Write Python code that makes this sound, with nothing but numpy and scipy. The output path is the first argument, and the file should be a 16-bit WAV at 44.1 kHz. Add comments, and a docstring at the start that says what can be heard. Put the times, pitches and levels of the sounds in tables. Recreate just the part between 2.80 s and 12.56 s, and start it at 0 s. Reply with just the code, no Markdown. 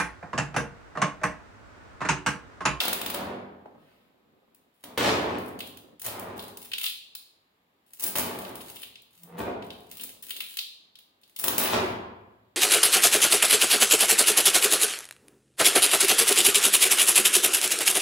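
"""Sticky tape is peeled, strip by strip, off a large window pane where it held a paper cut-out.
The glue yields by stick-slip, in tiny slips and sharp pops that radiate from the taut tape as a hiss
and drive the bending modes of the glass, which boom for about a second. Between pulls a fingernail
buckles the next strip, loose tape crinkles, a fingertip judders and the cut-out is put aside.
A bare room reverberates over a faint hush."""
import sys
import numpy as np
from scipy import signal
from scipy.fft import rfft, irfft
from scipy.io import wavfile
from scipy.ndimage import uniform_filter1d

SR = 44100
rng = np.random.default_rng(int(sys.argv[2]) if len(sys.argv) > 2 else 0)


def unload_wav(signal):
    """Save mono or channel-first audio to the path in sys.argv[1] as 16-bit WAV at rate SR, clipped to [-1, 1]."""
    wavfile.write(
        sys.argv[1],
        SR,
        np.round(np.clip(np.atleast_2d(signal).T, -1, 1) * 32767).astype(np.int16),
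    )


N = 430416
TIME = np.arange(N) / SR

# stretches of pulling on a strip: start_s, rise_s, hold_s, force_db, bright_share_db, rasp_db
PEEL_STROKES = [(0, 0.001, 0.034, -38.5, 15, -30.5), (.06, 0.028, 0.4, -52.5, 1, -49),
                (0.325, 0.018, 0.19, -28.5, -39, -68), (2.046, 0.0022, 0.082, -43.5, -29, -66),
                (2.172, 0.0035, 0.056, -20, -2, -37.5), (2.229, 0.012, 0.053, -19.5, -1, -54),
                (2.317, 0.018, 0.24, -25.5, -16.5, -49.5), (3.213, 0.044, 0.018, -34.5, 1, -29.5),
                (3.253, .1, 0.25, -33, -25, -58.5), (5.174, 0.064, 0.036, -37, -7, -24.5),
                (5.354, 0.0027, 0.049, -27, -3.5, -22.5), (5.412, 0.04, 0.3, -33.5, -18, -41),
                (6.376, 0.17, 0.13, -41, -31, -80), (6.557, 0.037, 0.0088, -24, -16.5, -40),
                (6.639, 0.036, 0.0075, -25, -42, -78), (8.575, .015, 0.045, -46, -10, -32),
                (8.632, 0.0035, 0.12, -32, -5, -27.5), (8.761, 0.033, .1, -28, 3, -24.5),
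                (8.902, 0.021, .02, -17.5, -4, -41.5), (8.96, 0.02, 0.14, -29.5, -20, -47)]
# glue letting go in one pop: start_s, level_db, body_share_db
GLUE_POPS = [(0.0533, -23.5, -5.5), (0.0803, -19, -7.5), (0.1291, -16.5, -13.5), (0.214, -25, -6),
             (0.2608, -24.5, -4), (0.2998, -25, -7.5), (0.3401, -30, -10), (0.3444, -24.5, -6),
             (1.7462, -49.5, -17.5), (2.0382, -34, -8.5), (2.1768, -26, -2), (2.583, -39, -18),
             (2.7892, -34, -5), (2.9711, -38.5, -7.5), (3.196, -36, -20), (3.2166, -28, -25),
             (3.3947, -30, -22), (3.7703, -31.5, -15), (4.3508, -29.5, -15.5), (5.1334, -35.5, -27),
             (5.1956, -28.5, -32), (5.2309, -24, -28), (5.3543, -21.5, -6), (5.5872, -31.5, -14),
             (6.2183, -48.5, -14), (6.4323, -38.5, -31), (7.209, -30, -10.5), (7.2355, -25.5, -24),
             (7.424, -35, -18.5), (7.7694, -24, -5), (8.187, -45.5, -3.5), (8.5616, -30.5, -8.5),
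             (8.5946, -22, -33), (8.6396, -14.5, -13.5), (8.6806, -13.5, -12.5), (8.7797, -11.5, -21.5)]
# spectral envelope of the pane's crowded modes: frequency_hz, density_db
PANE_SPECTRUM = [(45, -26.5), (105, -7), (140, -11.5), (190, -4.5), (290, -5), (450, -3), (950, -4.5),
                 (1350, -9.5), (2500, -10.5), (4000, -13), (6000, -20), (9000, -26), (16000, -38)]
# ring time of the pane: frequency_hz, t60_s
PANE_DECAY = [(60, 1.4), (160, 1.07), (300, 1.04), (700, 0.95), (1300, 0.98), (2900, 0.77), (7700, 0.42),
              (16000, 0.42)]
# radiation spectrum of taut tape: frequency_hz, density_db
TAUT_SPECTRUM = [(150, -33.5), (600, -29), (1500, -16.5), (4000, -11.5), (6000, -12), (8000, -8),
                 (10400, -4.5), (12700, -6.5), (14000, -6.5), (15200, 1), (16000, 1)]
# left-right likeness of a diffuse field: frequency_hz, coherence
DIFFUSE_COHERENCE = [(60, .9), (290, 0.92), (640, 0.15), (1400, -.2), (3000, -0.067), (16000, 0.1)]


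def peeling_tape(pop_db=21.5, rasp_sag_db_per_s=79.5):
    """Membrane radiation: taut tape gives off the slips and pops of its glue as a bright rasp."""
    start, rise, hold, _, _, rasp_db = np.transpose(PEEL_STROKES)
    envelope = strokes(start, rise, hold, rasp_db, rasp_sag_db_per_s)
    rasp = envelope * stick_slip(per_s=600, spread_db=4.5, even_s=0.068)
    pops = bursts([(s, db) for s, db, _ in GLUE_POPS], t60=.012, rise_s=.0004)
    return colour(rasp + from_db(pop_db) * pops, TAUT_SPECTRUM)


def booming_pane(jolt_db=27, bright_hz=1300, force_sag_db_per_s=24, taut_margin_s=.008):
    """Forced vibration: tugging glue shakes the glass, and a fast rip reaches the high modes."""
    start, rise, hold, force_db, bright_db, _ = np.transpose(PEEL_STROKES)
    glue = stick_slip(per_s=1500, spread_db=4, even_s=0.048)
    force = glue * strokes(start, rise, hold, force_db, force_sag_db_per_s)
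    edges = glue * strokes(start, rise, hold, force_db + bright_db, force_sag_db_per_s)
    # pops jolt the glass only while the tape is taut
    taut_from, taut_to = start - taut_margin_s, start + rise + hold + taut_margin_s
    taut_pops = [(s, db + body_db) for s, db, body_db in GLUE_POPS
                 if np.any((s > taut_from) & (s < taut_to))]
    jolts = from_db(jolt_db) * bursts(taut_pops, t60=0.0067)
    drive = low_pass(force + jolts, bright_hz) - high_pass(edges + jolts, bright_hz)
    first_flex = from_db(-9) * colour(drive, PANE_SPECTRUM)   # heard before the ring builds
    return moving_source(drive, pane_response, turns_per_s=3.0) + first_flex


def pane_response(modes_db=-10.5, crowd_db=-2.34):
    """Modal superposition: the glass rings with clear low modes under a crowd of close ones."""
    # lowest bending modes of the pane: pitch_hz, level_db
    low_modes = [(59.2, -7), (73.3, -17.5), (108.3, -5), (129.9, -11), (170.9, -3), (198.5, 0.5),
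                 (229.5, -3.5), (245.6, 3), (267.8, -1), (285.3, -5), (300.1, -3), (311.6, -10),
                 (343.9, -4), (370.8, 2.5), (384.9, 1), (406.4, 2.5), (419.2, -4.5), (435.4, 4),
                 (450.9, -5), (502.7, -20.5), (520.2, -7.5), (551.8, -5), (580.7, -10.5), (600.9, -25.5),
                 (622.4, -13.5), (641.3, -5), (705.9, 1), (744.2, 0.5)]
    crowd = unit_energy(colour(dying_noise(PANE_DECAY), PANE_SPECTRUM))
    t, modes = TIME[:crowd.shape[1]], 0
    for hz, mode_db in low_modes:
        # higher modes reach left and right further out of step
        phase_gap = np.arccos(at_hz(DIFFUSE_COHERENCE, hz)) * rng.choice([-1, 1])
        phases = phase_gap / 2 * np.array([[1], [-1]])
        wave = rng.choice([-1, 1]) * np.sin(2 * np.pi * hz * t + phases)
        modes = modes + from_db(mode_db) * unit_energy(wave * decay(t, at_hz(PANE_DECAY, hz)))
    return from_db(modes_db) * unit_energy(modes) + from_db(crowd_db) * crowd


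def crinkling_tape(crease_db=17.0, crease_t60=.016, pop_body_db=24.5, pop_ring_hz=3500):
    """Buckling and friction: tape ticks and clings to the fingers. Returns its sound and its flexing."""
    # tape buckling under the fingernail: start_s, level_db, ring_hz, treble_share_db
    creases = [(0.0024, -15, 3250, -27), (2.803, -27, 2870, -1), (3.5916, -32, 3980, -4),
               (3.915, -29.5, 2650, -5), (3.9328, -20.5, 3200, -7), (3.9806, -27, 3230, 5.5),
               (4.0114, -29, 3180, 5.5), (4.0393, -22, 3440, -1), (4.0556, -31, 3540, 10.5),
               (4.0624, -19.5, 3550, -22), (4.35, -32.5, 4660, -2), (5.648, -36, 3560, -4),
               (5.805, -41, 2710, -12), (5.9643, -38, 2800, -6), (6.0304, -31.5, 2780, -2),
               (6.1542, -38.5, 3040, -38), (6.8219, -39.5, 2720, -18), (6.9026, -33.5, 3280, -9),
               (7.1955, -35, 3040, -2), (7.5046, -26.5, 3180, 4), (7.563, -32.5, 3820, 6),
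               (7.6031, -23.5, 2830, -1), (7.7865, -19.5, 4140, -7), (8.1534, -41.5, 4240, -8),
               (8.4324, -48, 4300, -17)]
    # loose tape rubbed between the fingers: start_s, rise_s, hold_s, level_db
    rustles = [(1.936, .01, 0.086, -70.5), (2.568, 0.014, .1, -57.5), (2.84, 0.016, .02, -51),
               (3.545, .012, 0.12, -52), (3.787, 0.022, 0.073, -52), (3.942, 0.11, 0.022, -37),
               (5.055, .01, .12, -65), (5.545, 0.043, 0.092, -52), (5.744, 0.0099, 0.29, -50),
               (6.3, 0.011, .12, -63.5), (6.811, 0.0065, 0.28, -65.5), (7.086, .02, 0.1, -49.5),
               (7.163, 0.029, 0.11, -51), (7.42, .005, 0.37, -49.5), (8.401, 0.019, 0.16, -69.5)]
    # radiation spectrum of slack tape: frequency_hz, density_db
    slack_spectrum = [(200, -27), (800, -18), (1300, -13), (2100, -7), (2700, 0), (3800, 0), (4600, -3.5),
                      (6300, -10.5), (10400, -6), (15200, -6.5)]
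    start, level_db, ring_hz, treble_db = np.transpose(creases)
    grains = snaps(len(start), crease_t60, rise_s=0.0018)
    gains = from_db(level_db + crease_db)
    folds = [unit_energy(fold_resonance(grain, hz)) for hz, grain in zip(ring_hz, grains)]
    ticks = from_db(-2.5) * place(start, gains, folds)
    edges = from_db(2) * place(start, gains * from_db(treble_db), grains)
    pop_flexes = bursts([(s, db + body_db + pop_body_db) for s, db, body_db in GLUE_POPS], crease_t60)
    rub_envelope = strokes(*np.transpose(rustles), sag_db_per_s=7.5)
    rub = rub_envelope * stick_slip(per_s=450, spread_db=6, even_s=0.1)
    flexing = ticks + fold_resonance(pop_flexes, pop_ring_hz) + from_db(-4.5) * rub
    crackle = edges + from_db(3) * rub
    return colour(flexing, slack_spectrum) + colour(crackle, TAUT_SPECTRUM), flexing


def fold_resonance(snap, hz, width_hz=2100):
    """Damped resonance: a fold of tape rings in one broad, papery band."""
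    return signal.lfilter(*signal.iirpeak(hz, hz / width_hz, fs=SR), snap + 1e-18)


def glass_sheen(flexing, gain_db=-11.5):
    """Radiation efficiency: thin glass radiates best near 3.5 kHz, so each tick leaves a sheen there."""
    # radiating band of the glass: frequency_hz, density_db
    band = [(1500, -28.5), (2300, -10), (2900, -3.0), (4100, -0.5), (5200, -20.5), (8000, -34.5)]
    ring = unit_energy(colour(dying_noise(PANE_DECAY), band))
    return from_db(gain_db) * through(flexing, ring)


def fingertip_judder(pitch_hz=172):
    """Periodic stick-slip: a pressing fingertip makes the glass hum."""
    # swell of the hum, one curve per press: time_s, level_db
    presses = [
        [(6.36, -76), (6.455, -47.5), (6.49, -60), (6.55, -40), (6.62, -46.5), (7.42, -81)],
    ]
    return gain_curve(presses) * np.sin(2 * np.pi * pitch_hz * TIME)


def handling():
    """Air flow, friction and impact: the cut-out swishes and knocks, and the hand brushes the glass."""
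    # the cut-out carried through the air, one curve per movement: time_s, level_db
    swishes = [
        [(.7, -83), (.92, -101), (1.0, -70.5), (1.12, -67.5), (1.3, -77), (1.6, -124)],
    ]
    # hand and arm brushing past the glass, one curve per movement: time_s, level_db
    brushes = [
        [(.7, -77), (.92, -59.5), (1.1, -68.5), (1.3, -71), (1.55, -69), (1.9, -75.5)],
        [(2.7, -48), (2.95, -61.5), (3.15, -61)],
        [(7.2, -57.5), (7.45, -68.5), (7.6, -63), (7.8, -84)],
    ]
    # soft knocks as the cut-out is put aside: start_s, level_db
    knocks = [(.856, -19), (.873, -41), (.922, -31), (.95, -28)]
    # spectra of the dull knock, the swish and the brush: frequency_hz, density_db
    knock_spectrum = [(150, -27), (500, -0.5), (850, 2), (1500, -19), (3000, -29), (8000, -48)]
    swish_spectrum = [(400, 8), (2800, 6.5), (4200, 2), (6500, -13), (15000, -5)]
    brush_spectrum = [(60, -14.5), (280, -1), (800, -12.5), (1500, -21.0), (6000, -49)]
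    swish = gain_curve(swishes) * colour(rng.standard_normal(N), swish_spectrum)
    friction = stick_slip(per_s=150, spread_db=1.0, even_s=0.059)
    brush = gain_curve(brushes) * colour(friction, brush_spectrum)
    return swish + brush + colour(bursts(knocks, t60=0.026), knock_spectrum)


def room_response(tail_db=-0.5, direct_db=-10, lean_db=0.73, lean_hz=7000):
    """Reverberation: direct sound, quick reflections from glass and frame, then the tail of bare walls."""
    # reverberation time of the room: frequency_hz, t60_s
    room_decay = [(200, 0.22), (1500, 0.3), (3900, 0.65), (7000, 0.5), (11000, .36), (16000, 0.34)]
    response = from_db(tail_db) * dying_noise(room_decay)
    reflections = snaps(count=2, t60=.022, rise_s=.0003)
    response[:, :reflections.shape[1]] += reflections
    response[[0, 1], [0, 4]] += from_db(direct_db)   # arrives four samples later on the right
    # the left side faces the tape and catches more of its treble
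    dull = low_pass(response, lean_hz, order=1)
    return dull + (response - dull) * from_db([[lean_db], [-lean_db]])


def room_hush(level_db=-70.5):
    """Ambient noise: a faint, steady diffuse field fills the room."""
    # spectrum of the background: frequency_hz, density_db
    hush_spectrum = [(18, -47), (30, -24.5), (245, -15.5), (584, -18), (1250, -19), (1390, -26.5),
                     (1500, -22.5), (3770, -26.5), (6210, -41), (7270, -36), (9460, -46.5), (10800, -36),
                     (16000, -35.5)]
    return from_db(level_db) * colour(diffuse_noise(N), hush_spectrum)


def stick_slip(per_s, spread_db, even_s):
    """Stick-slip: random clicks of very uneven size, whose mean power the steady pull holds at one."""
    sizes = from_db(spread_db * np.minimum(rng.exponential(1, N), 4)) * rng.choice([-1, 1], N)
    clicks = sizes * (rng.random(N) < per_s / SR)
    mean_power = uniform_filter1d(clicks ** 2, int(even_s * SR))
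    return clicks / np.sqrt(np.maximum(mean_power, 1 / SR))


def strokes(starts, rises, holds, levels_db, sag_db_per_s, let_go_db_per_s=451):
    """Incoherent addition: hand movements build, sag while held and let go, and their powers add."""
    power = np.zeros(N)
    for start, rise, hold, level_db in zip(starts, rises, holds, levels_db):
        first = max(int(start * SR), 0)
        t = TIME[:min(SR, N - first)]
        sag_db = sag_db_per_s * np.maximum(t - rise, 0)
        let_go_db = let_go_db_per_s * np.maximum(t - rise - hold, 0)
        gain = np.minimum(t / rise, 1) ** 2 * from_db(level_db - sag_db - let_go_db)
        power[first:first + len(t)] += gain ** 2
    return np.sqrt(power)


def snaps(count, t60, rise_s, size=4096):
    """Avalanches of micro-clicks, one per row: each swells, dies and has no pitch of its own."""
    envelope = (1 - np.exp(-TIME[:size] / rise_s)) * decay(TIME[:size], t60)
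    grains = rng.laplace(size=(count, size)) * envelope
    whitened = irfft(np.exp(1j * np.angle(rfft(grains))))
    grains = whitened * envelope ** 0.25
    return grains / np.linalg.norm(grains, axis=1, keepdims=True)


def bursts(rows, t60, rise_s=0.00092):
    """Impulsive excitation: one snap for each row of start_s, level_db."""
    start, level_db = np.transpose(rows)
    return place(start, from_db(level_db), snaps(len(start), t60, rise_s))


def moving_source(x, response, turns_per_s):
    """Transfer depends on position: a travelling source meets a changing blend of two responses."""
    angle = 2 * np.pi * turns_per_s * TIME
    return through(x * np.cos(angle), response()) + through(x * np.sin(angle), response())


def dying_noise(t60s, size=49152):
    """Modal overlap: countless close modes merge into noise, each band dying at its own rate."""
    white, hz, ring = rfft(diffuse_noise(size)), np.fft.rfftfreq(size, 1 / SR), 0
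    edges = np.append(0, np.geomspace(130, SR / 2, 15))
    for low, high in zip(edges, edges[1:]):
        t60 = at_hz(t60s, (low + high) / 2)
        band = irfft(white * ((hz >= low) & (hz < high))) * decay(TIME[:size], t60)
        ring = ring + unit_energy(band) * np.sqrt(high - low)   # equal energy per Hz
    return unit_energy(ring)


def diffuse_noise(size):
    """Spatial coherence: diffuse white noise is alike left and right in the bass, unrelated higher up."""
    mid, side = rfft(rng.standard_normal((2, size)))
    alike = at_hz(DIFFUSE_COHERENCE, np.fft.rfftfreq(size, 1 / SR))
    return irfft(np.sqrt((1 + alike) / 2) * mid + np.sqrt((1 - alike) / 2) * side * [[1], [-1]], size)


def colour(x, spectrum, size=2048):
    """Minimum-phase filtering: causal shaping that keeps the power of white noise."""
    magnitude = from_db(at_hz(spectrum, np.fft.rfftfreq(size, 1 / SR)))
    cepstrum = irfft(np.log(magnitude))
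    cepstrum[1:size // 2] *= 2
    cepstrum[size // 2 + 1:] = 0
    return through(x, unit_energy(irfft(np.exp(rfft(cepstrum)))))


def through(x, response):
    """Convolution with an impulse response."""
    return signal.oaconvolve(np.atleast_2d(x), np.atleast_2d(response), axes=-1)[:, :x.shape[-1]]


def place(times, gains, grains):
    """Superposition of short sounds, each at its own time."""
    track = np.zeros(N + SR)
    for s, gain, grain in zip(times, gains, grains):
        start = max(int(s * SR), 0)
        track[start:start + len(grain)] += gain * grain
    return track[:N]


def gain_curve(spans):
    """Amplitude envelope from curves of time_s, level_db, silent between them."""
    return sum(from_db(np.interp(TIME, *np.transpose(rows), left=-np.inf, right=-np.inf))
               for rows in spans)


def at_hz(points, hz):
    """Interpolation of a table along log frequency."""
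    frequencies, values = np.transpose(points)
    return np.interp(np.log(np.maximum(hz, 1)), np.log(frequencies), values)


def decay(t, t60):
    """Exponential damping by 60 dB in t60 seconds."""
    return np.exp(-np.log(1000) * t / t60)


def low_pass(x, hz, order=2):
    return signal.sosfilt(signal.butter(order, hz, fs=SR, output="sos"), x)


def high_pass(x, hz):
    return signal.sosfilt(signal.butter(2, hz, "high", fs=SR, output="sos"), x)


def unit_energy(x):
    return x / np.sqrt(np.mean(np.sum(x ** 2, axis=-1)))


def from_db(db):
    return 10 ** (np.asarray(db) / 20)


def scene():
    """Superposition: tape and hand sound through the room; the pane radiates straight to the listener."""
    crinkle, flexing = crinkling_tape()
    sheen = glass_sheen(flexing)
    hush = room_hush()
    glass = booming_pane() + fingertip_judder() + sheen
    tape_and_hand = peeling_tape() + crinkle + handling()
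    return glass + moving_source(tape_and_hand, room_response, turns_per_s=2.1) + hush


def record(dry):
    """Band limiting: the deep bass and the top of the treble are cut."""
    bass_hz, top_hz = 55, 15900
    steep_low_pass = signal.ellip(12, .2, 80, top_hz, fs=SR, output="sos")
    return signal.sosfilt(steep_low_pass, high_pass(dry, bass_hz))


dry = scene()
out = record(dry)
unload_wav(out)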